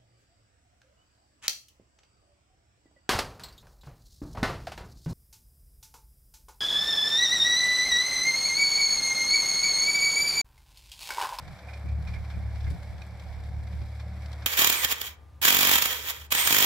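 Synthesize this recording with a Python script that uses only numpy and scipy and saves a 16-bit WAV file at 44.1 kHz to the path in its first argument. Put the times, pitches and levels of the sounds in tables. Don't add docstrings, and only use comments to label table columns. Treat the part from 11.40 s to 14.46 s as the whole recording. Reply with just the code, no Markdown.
import sys
import numpy as np
from scipy import signal
from scipy.fft import rfft, irfft
from scipy.io import wavfile

SR = 44100
rng = np.random.default_rng(int(sys.argv[2]) if len(sys.argv) > 2 else 0)


def unload_wav(signal):
    wavfile.write(
        sys.argv[1],
        SR,
        np.round(np.clip(np.atleast_2d(signal).T, -1, 1) * 32767).astype(np.int16),
    )


N = 134946

# (time [s], firing rate [Hz])
FIRING_RATE = [(0, 36.1), (.5, 35.85), (1.3, 35.7), (1.5, 36), (3.06, 36.4)]
def firing_cycles():
    return np.cumsum(curve(FIRING_RATE)) / SR


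# (frequency [multiple of the firing rate], relative level [dB])
EXHAUST_ORDERS = [(1, -26), (2, 3), (3, -3), (4, -26.5), (5, -21.5), (6, -41), (8, -34), (8.6, -31.5),
                  (10, -35), (11, -36), (13, -32.5), (14, -31), (16, -28), (20, -31)]
# (time [s], level [dB])
DRONE_LEVEL = [(0, -45.5), (.1, -46.5), (.19, -55.5), (.25, -42.5), (.44, -38), (.46, -31), (.54, -25.5),
               (.64, -35.5), (.71, -30.5), (.78, -35.5), (.93, -35.5), (1.06, -30), (1.15, -36.5),
               (1.27, -29), (1.37, -38.5), (1.93, -41), (2.07, -35), (2.75, -35.5), (3.06, -38)]
def exhaust(cycles):
    lines = [amp(db) * np.cos(2 * np.pi * order * cycles) for order, db in EXHAUST_ORDERS]
    low = sum(line * (1 + 0.085 * waver(hz=6.4)) for line in lines[:3])
    high = sum(line * (1 + 0.47 * waver(hz=6.4)) for line in lines[3:])
    return amp(curve(DRONE_LEVEL)) * unit_power(low) + amp(-38) * high


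# (frequency [Hz], relative level [dB])
BOOM_SPECTRUM = [(40, -22.5), (100, -0.5), (140, -1.5), (180, 3), (200, -2.5), (235, -17.5), (400, -27.5),
                 (1000, -59)]
# (time [s], level [dB])
BOOM_LEVEL = [(0, -59), (.24, -60.5), (.5, -46.5), (1.1, -51), (1.45, -54), (1.87, -58), (2.15, -48.5),
              (2.53, -57.5), (2.73, -47.5), (3.06, -52)]
def muffler():
    return excite(amp(curve(BOOM_LEVEL)), BOOM_SPECTRUM)


# (frequency [Hz], relative level [dB])
BLOCK_SPECTRUM = [(30, -16), (90, 2), (185, -2), (245, -11), (310, -10), (410, -11.5), (540, -3),
                  (730, 1.5), (900, -5), (1270, -12), (1700, -8), (1920, -12.5), (2250, -5.5),
                  (2420, -14.5), (2600, -26.5), (4000, -25.5), (15000, -57)]
# (time [s], relative level [dB])
BLOCK_LEVEL = [(0, -53), (.22, -54), (.33, -51), (.45, -54.5), (.8, -55), (.95, -53), (1.1, -53),
               (1.3, -54.5), (1.42, -53.5), (1.6, -53.5), (1.76, -54.5), (1.95, -52.5), (2.1, -55.5),
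               (2.5, -56), (2.85, -54), (3.06, -53.5)]
def engine_block(cycles, depth=0.13, gain_db=1):
    throb = unit_power(1 + depth * np.cos(2 * np.pi * cycles))
    return excite(throb * amp(curve(BLOCK_LEVEL) + gain_db), BLOCK_SPECTRUM)


def rattle(ticks_per_s=280, decay_s=0.0061, trickle_power=1):
    onsets = rng.random(N) < ticks_per_s / SR
    ticks = onsets * amp(-3.5 * np.minimum(rng.exponential(1, N), 3))
    power = signal.lfilter([1], [1, -np.exp(-2 / (decay_s * SR))], ticks ** 2)
    return unit_power(np.sqrt(power / power.mean() + trickle_power))


# (frequency [Hz], relative level [dB])
CHAIN_SPECTRUM = [(300, -19), (1200, -5.5), (1700, 1.5), (2000, 2), (2380, 3.5), (2600, -3.5), (2950, -5.5),
                  (3400, -1), (4200, -2), (5200, -3), (5900, -5.5), (6550, -15), (7600, -7), (8500, -12.5),
                  (9500, -16), (11200, -10.5), (12000, -13), (13100, -22), (14700, -15), (16000, -26)]
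# (time [s], relative level [dB])
CHAIN_LEVEL = [(0, -61.5), (.3, -61), (.57, -64.5), (.72, -61.5), (1, -62.5), (1.22, -60.5), (1.45, -61.5),
               (1.72, -62.5), (1.9, -62), (2.15, -63.5), (2.4, -61.5), (2.72, -62), (3.06, -61)]
def rod_chain(envelope, gain_db=1.5):
    return excite(envelope * amp(curve(CHAIN_LEVEL) + gain_db), CHAIN_SPECTRUM)


# (time [s], relative ring, clack and grit levels [dB], decay [s])
IMPACTS = [(.076, -47.5, -52.5, -65, 0.0068), (0.186, -50, -53.5, -70, 0.01), (.286, -47, -58, -74, .009),
           (.333, -54, -51, -73, 0.01), (0.369, -58, -63, -63, .008), (.486, -63, -57, -75, 0.011),
           (0.622, -63, -56, -61, 0.0041), (0.671, -49, -51.5, -68, 0.027), (0.736, -50, -52.5, -63, 0.02),
           (.761, -49, -72, -78, 0.018), (0.844, -50, -57.5, -71, .008), (0.898, -47, -52.5, -64, 0.016),
           (1.154, -53, -54.5, -66, 0.012), (1.203, -59, -54, -75, 0.012), (1.241, -51, -53.5, -75, 0.0086),
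           (1.262, -50, -62, -77, 0.025), (1.3, -63, -52.5, -51.5, 0.012),
           (1.427, -52.5, -54.5, -57, 0.0049), (1.578, -66, -55.5, -73, 0.0056),
           (1.616, -50, -47.5, -63, 0.0039), (1.663, -60, -63, -59, 0.006),
           (1.794, -55, -53.5, -61, 0.0079), (1.82, -53, -63, -63, 0.0069), (1.925, -64, -56.5, -72, .012),
           (2.034, -65, -58, -61, .007), (2.232, -74, -64, -61, 0.0044), (2.269, -52, -56, -66, 0.006),
           (2.326, -53, -61, -73, .01), (2.413, -54, -55.5, -76, .008), (2.594, -50.5, -53.5, -69, 0.016),
           (2.818, -53, -55, -61, 0.0086), (2.856, -53, -49, -59, 0.0049), (2.914, -55, -52, -59, .005),
           (2.926, -51, -47.5, -55, 0.0074), (3.018, -49, -52, -74, .015)]
# (frequency [Hz], relative level [dB])
RING_SPECTRUM = [(200, -35), (700, -10.5), (1250, -12), (1660, -6.5), (1900, -15.5), (2110, -2.5),
                 (2230, -11), (2390, -2), (2480, -19.5), (2600, -18.5), (4000, -46)]
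CLACK_SPECTRUM = [(1000, -35), (2000, -5), (2900, -6), (3600, 1), (4400, -2), (5100, -2.5), (6000, -7),
                  (6600, -16), (10000, -32)]
GRIT_SPECTRUM = [(3000, -33), (6600, -6), (7600, 3.5), (9000, -6.5), (11200, 0), (13000, -23.5),
                 (15000, -2.5)]
def knocks(rise_s=0.0043):
    power = np.zeros((3, N))
    for start, ring_db, clack_db, grit_db, decay in IMPACTS:
        gains = amp([[ring_db + 0.5], [clack_db], [grit_db - 0.5]])
        power += (gains * blow(start, rise_s, decay)) ** 2
    spectra = RING_SPECTRUM, CLACK_SPECTRUM, GRIT_SPECTRUM
    return sum(excite(np.sqrt(p), spectrum) for p, spectrum in zip(power, spectra))


# (time [s], level [dB], frequency [Hz], decay [s])
ROD_STRIKES = [(.232, -54, 2390, 0.023), (0.283, -45.5, 2385, 0.012), (.331, -47, 2400, 0.018),
               (.478, -52, 2420, 0.026), (0.668, -48.5, 2410, 0.023), (0.734, -46, 2350, 0.024),
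               (.758, -48.5, 2140, .014), (.936, -55, 2390, .02), (1.264, -52, 2080, 0.021),
               (1.617, -47, 2397, 0.0076)]
def rod_pings(rise_s=0.0033, deviation_hz=64.3):
    pings = np.zeros(N)
    for start, db, hz, decay in ROD_STRIKES:
        cycles = np.cumsum(hz + deviation_hz * waver(hz=172)) / SR
        pings += amp(db) * blow(start, rise_s, decay) * unit_power(np.sin(2 * np.pi * cycles))
    return panned(pings, pan_db=-8)


# (frequency [Hz], relative level [dB])
TUMBLE_SPECTRUM = [(300, -20.5), (800, -2), (1150, -0.5), (1400, -2), (1750, -2.5), (2150, -1.5),
                   (2600, -17.5), (6000, -35)]
# (time [s], level [dB])
TUMBLE_LEVEL = [(0, -61), (.35, -62), (.55, -63), (.95, -63), (1.3, -71), (2.5, -71.5), (2.85, -59),
                (3.06, -57)]
def tumbling_clods(envelope):
    return excite(envelope * amp(curve(TUMBLE_LEVEL)), TUMBLE_SPECTRUM)


# (peak time [s], width [s], relative rumble and flutter levels [dB], left minus right [dB])
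WIND_GUSTS = [(0.038, 0.065, -41, -53, 14), (0.105, 0.1, -52, -40.5, -2), (.54, 0.16, -39.5, -45, 5),
              (0.673, 0.13, -37, -45.5, 0), (0.787, 0.13, -39, -45, -7), (0.975, 0.11, -42, -41, -4),
              (1.142, 0.28, -39, -63, 4), (1.302, 0.15, -31.5, -45, -2), (1.525, 0.16, -41, -43.5, -9),
              (1.76, 0.15, -52, -49, -8), (1.96, 0.21, -42, -52, -20), (2.165, 0.27, -42.5, -47, 1),
              (2.401, .14, -38.5, -45, -1)]
# (frequency [Hz], relative level [dB])
RUMBLE_SPECTRUM = [(10, -51), (24, -30), (33, 4.5), (42, -2.5), (70, 2), (110, -8), (200, -28), (400, -54),
                   (1500, -74)]
FLUTTER_SPECTRUM = [(30, -32), (80, 1.5), (140, 3.5), (185, -2.5), (250, -16.5), (400, -23.5), (900, -45),
                    (3000, -60)]
def gusts():
    t = np.arange(N) / SR
    rumble, flutter = np.zeros((2, 2, N))
    for peak, width, rumble_db, flutter_db, pan_db in WIND_GUSTS:
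        swell = panned(np.exp(-(2 * (t - peak) / width) ** 2), pan_db)
        rumble += (amp(rumble_db) * swell) ** 2
        flutter += (amp(flutter_db) * swell) ** 2
    return turbulence(rumble, RUMBLE_SPECTRUM) + turbulence(flutter, FLUTTER_SPECTRUM)


# (time [s], relative thump and pop levels [dB], left minus right [dB])
WIND_BUFFETS = [(0.446, -32, -59, 7), (.585, -38.5, -71, 4), (.965, -33.5, -55, 6), (1.27, -32.5, -64, 17),
                (1.307, -29.5, -47, 13), (1.344, -38, -51, 9), (1.533, -42.5, -53, -10),
                (1.859, -56, -57.5, -10), (1.878, -57, -50.5, -5), (2.335, -36, -65, -3),
                (2.416, -36, -68, 8)]
# (frequency [Hz], relative level [dB])
THUMP_SPECTRUM = [(15, -35), (40, -6), (70, 0.5), (130, 2.5), (190, -6), (250, -17.5), (320, -16.5),
                  (450, -28), (1500, -57.5)]
POP_SPECTRUM = [(100, -14), (300, -4), (550, 4.5), (900, -4.5), (1500, -13), (2600, -25), (8000, -48)]
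def buffets(rise_s=0.0039):
    thump, pop = np.zeros((2, 2, N))
    for start, thump_db, pop_db, pan_db in WIND_BUFFETS:
        thump += panned(amp(thump_db) * blow(start, rise_s, decay_s=0.029), pan_db) ** 2
        pop += panned(amp(pop_db) * blow(start, rise_s, decay_s=0.013), pan_db) ** 2
    return turbulence(thump, THUMP_SPECTRUM) + turbulence(pop, POP_SPECTRUM)


def turbulence(power, spectrum, correlation=0.3, gain_db=-1):
    noise = ports(excite(0.95, spectrum), [(100, correlation)])
    return amp(gain_db) * np.sqrt(power) * noise


# (frequency [Hz], correlation [ratio, clipped to 0..1])
PORT_CORRELATION = [(60, -0.5), (200, 1.6), (600, 1.03), (1300, 1.1), (2400, 0.66), (3000, -0.1),
                    (4500, .8), (6500, 0.28), (9000, 0.14), (15000, 0.5)]
# (frequency [Hz], left minus right [dB])
PORT_BALANCE = [(60, -3), (400, 2.5), (750, -2), (1200, 1.5), (2000, -1.5), (2400, -2), (3400, 6.5),
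                (5000, 0.5), (7200, 0), (10400, -2.5), (15000, 2)]
def ports(x, correlation=PORT_CORRELATION, right_lead_s=12e-6):
    hz = np.fft.rfftfreq(N, 1 / SR)
    left, independent = rfft(x)
    shared = np.clip(log_interp(correlation, hz), 0, 1)
    right = shared * left + np.sqrt(1 - shared ** 2) * independent
    right *= np.exp(2j * np.pi * hz * right_lead_s)
    lean = amp(log_interp(PORT_BALANCE, hz) / 2)
    return irfft(np.array([left * lean, right / lean]), N)


def excite(envelope, spectrum, size=8192):
    hz = abs(np.fft.fftfreq(size, 1 / SR))
    log_gain = np.log(amp(log_interp(spectrum, hz)))
    response = np.exp(np.conj(signal.hilbert(log_gain)))
    ring = np.fft.ifft(response).real[:size // 2]
    drive = envelope * rng.standard_normal((2, N))
    return signal.oaconvolve(drive, ring[None] / np.linalg.norm(ring), axes=1)[:, :N]


def blow(start, rise_s, decay_s):
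    age = np.arange(N) / SR - start
    return np.clip(age / rise_s, 0, 1) * np.exp(-np.maximum(age - rise_s, 0) / decay_s)


def waver(hz):
    lowpass = np.exp(-(np.fft.rfftfreq(N, 1 / SR) / hz) ** 2)
    return unit_power(irfft(rfft(rng.standard_normal(N)) * lowpass, N))


def panned(x, pan_db):
    return x * unit_power(amp([[pan_db / 2], [-pan_db / 2]]))


def amp(db):
    return 10 ** (np.asarray(db) / 20)


def unit_power(x):
    return x / np.sqrt(np.mean(x ** 2) + 1e-20)


def curve(points):
    return np.interp(np.arange(N) / SR, *np.transpose(points))


def log_interp(points, hz):
    f, value = np.transpose(points)
    return np.interp(np.log(hz + 1), np.log(f + 1), value)


def scene():
    cycles = firing_cycles()
    tractor = exhaust(cycles) + ports(muffler() + engine_block(cycles))
    envelope = rattle()
    digger = ports(rod_chain(envelope) + tumbling_clods(envelope) + knocks()) + rod_pings()
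    return tractor + digger + gusts() + buffets()


def record(dry):
    lowpass = signal.firwin(511, cutoff=15400, window=("kaiser", 9), fs=SR)
    return signal.oaconvolve(dry, lowpass[None], "same")


dry = scene()
out = record(dry)
unload_wav(out)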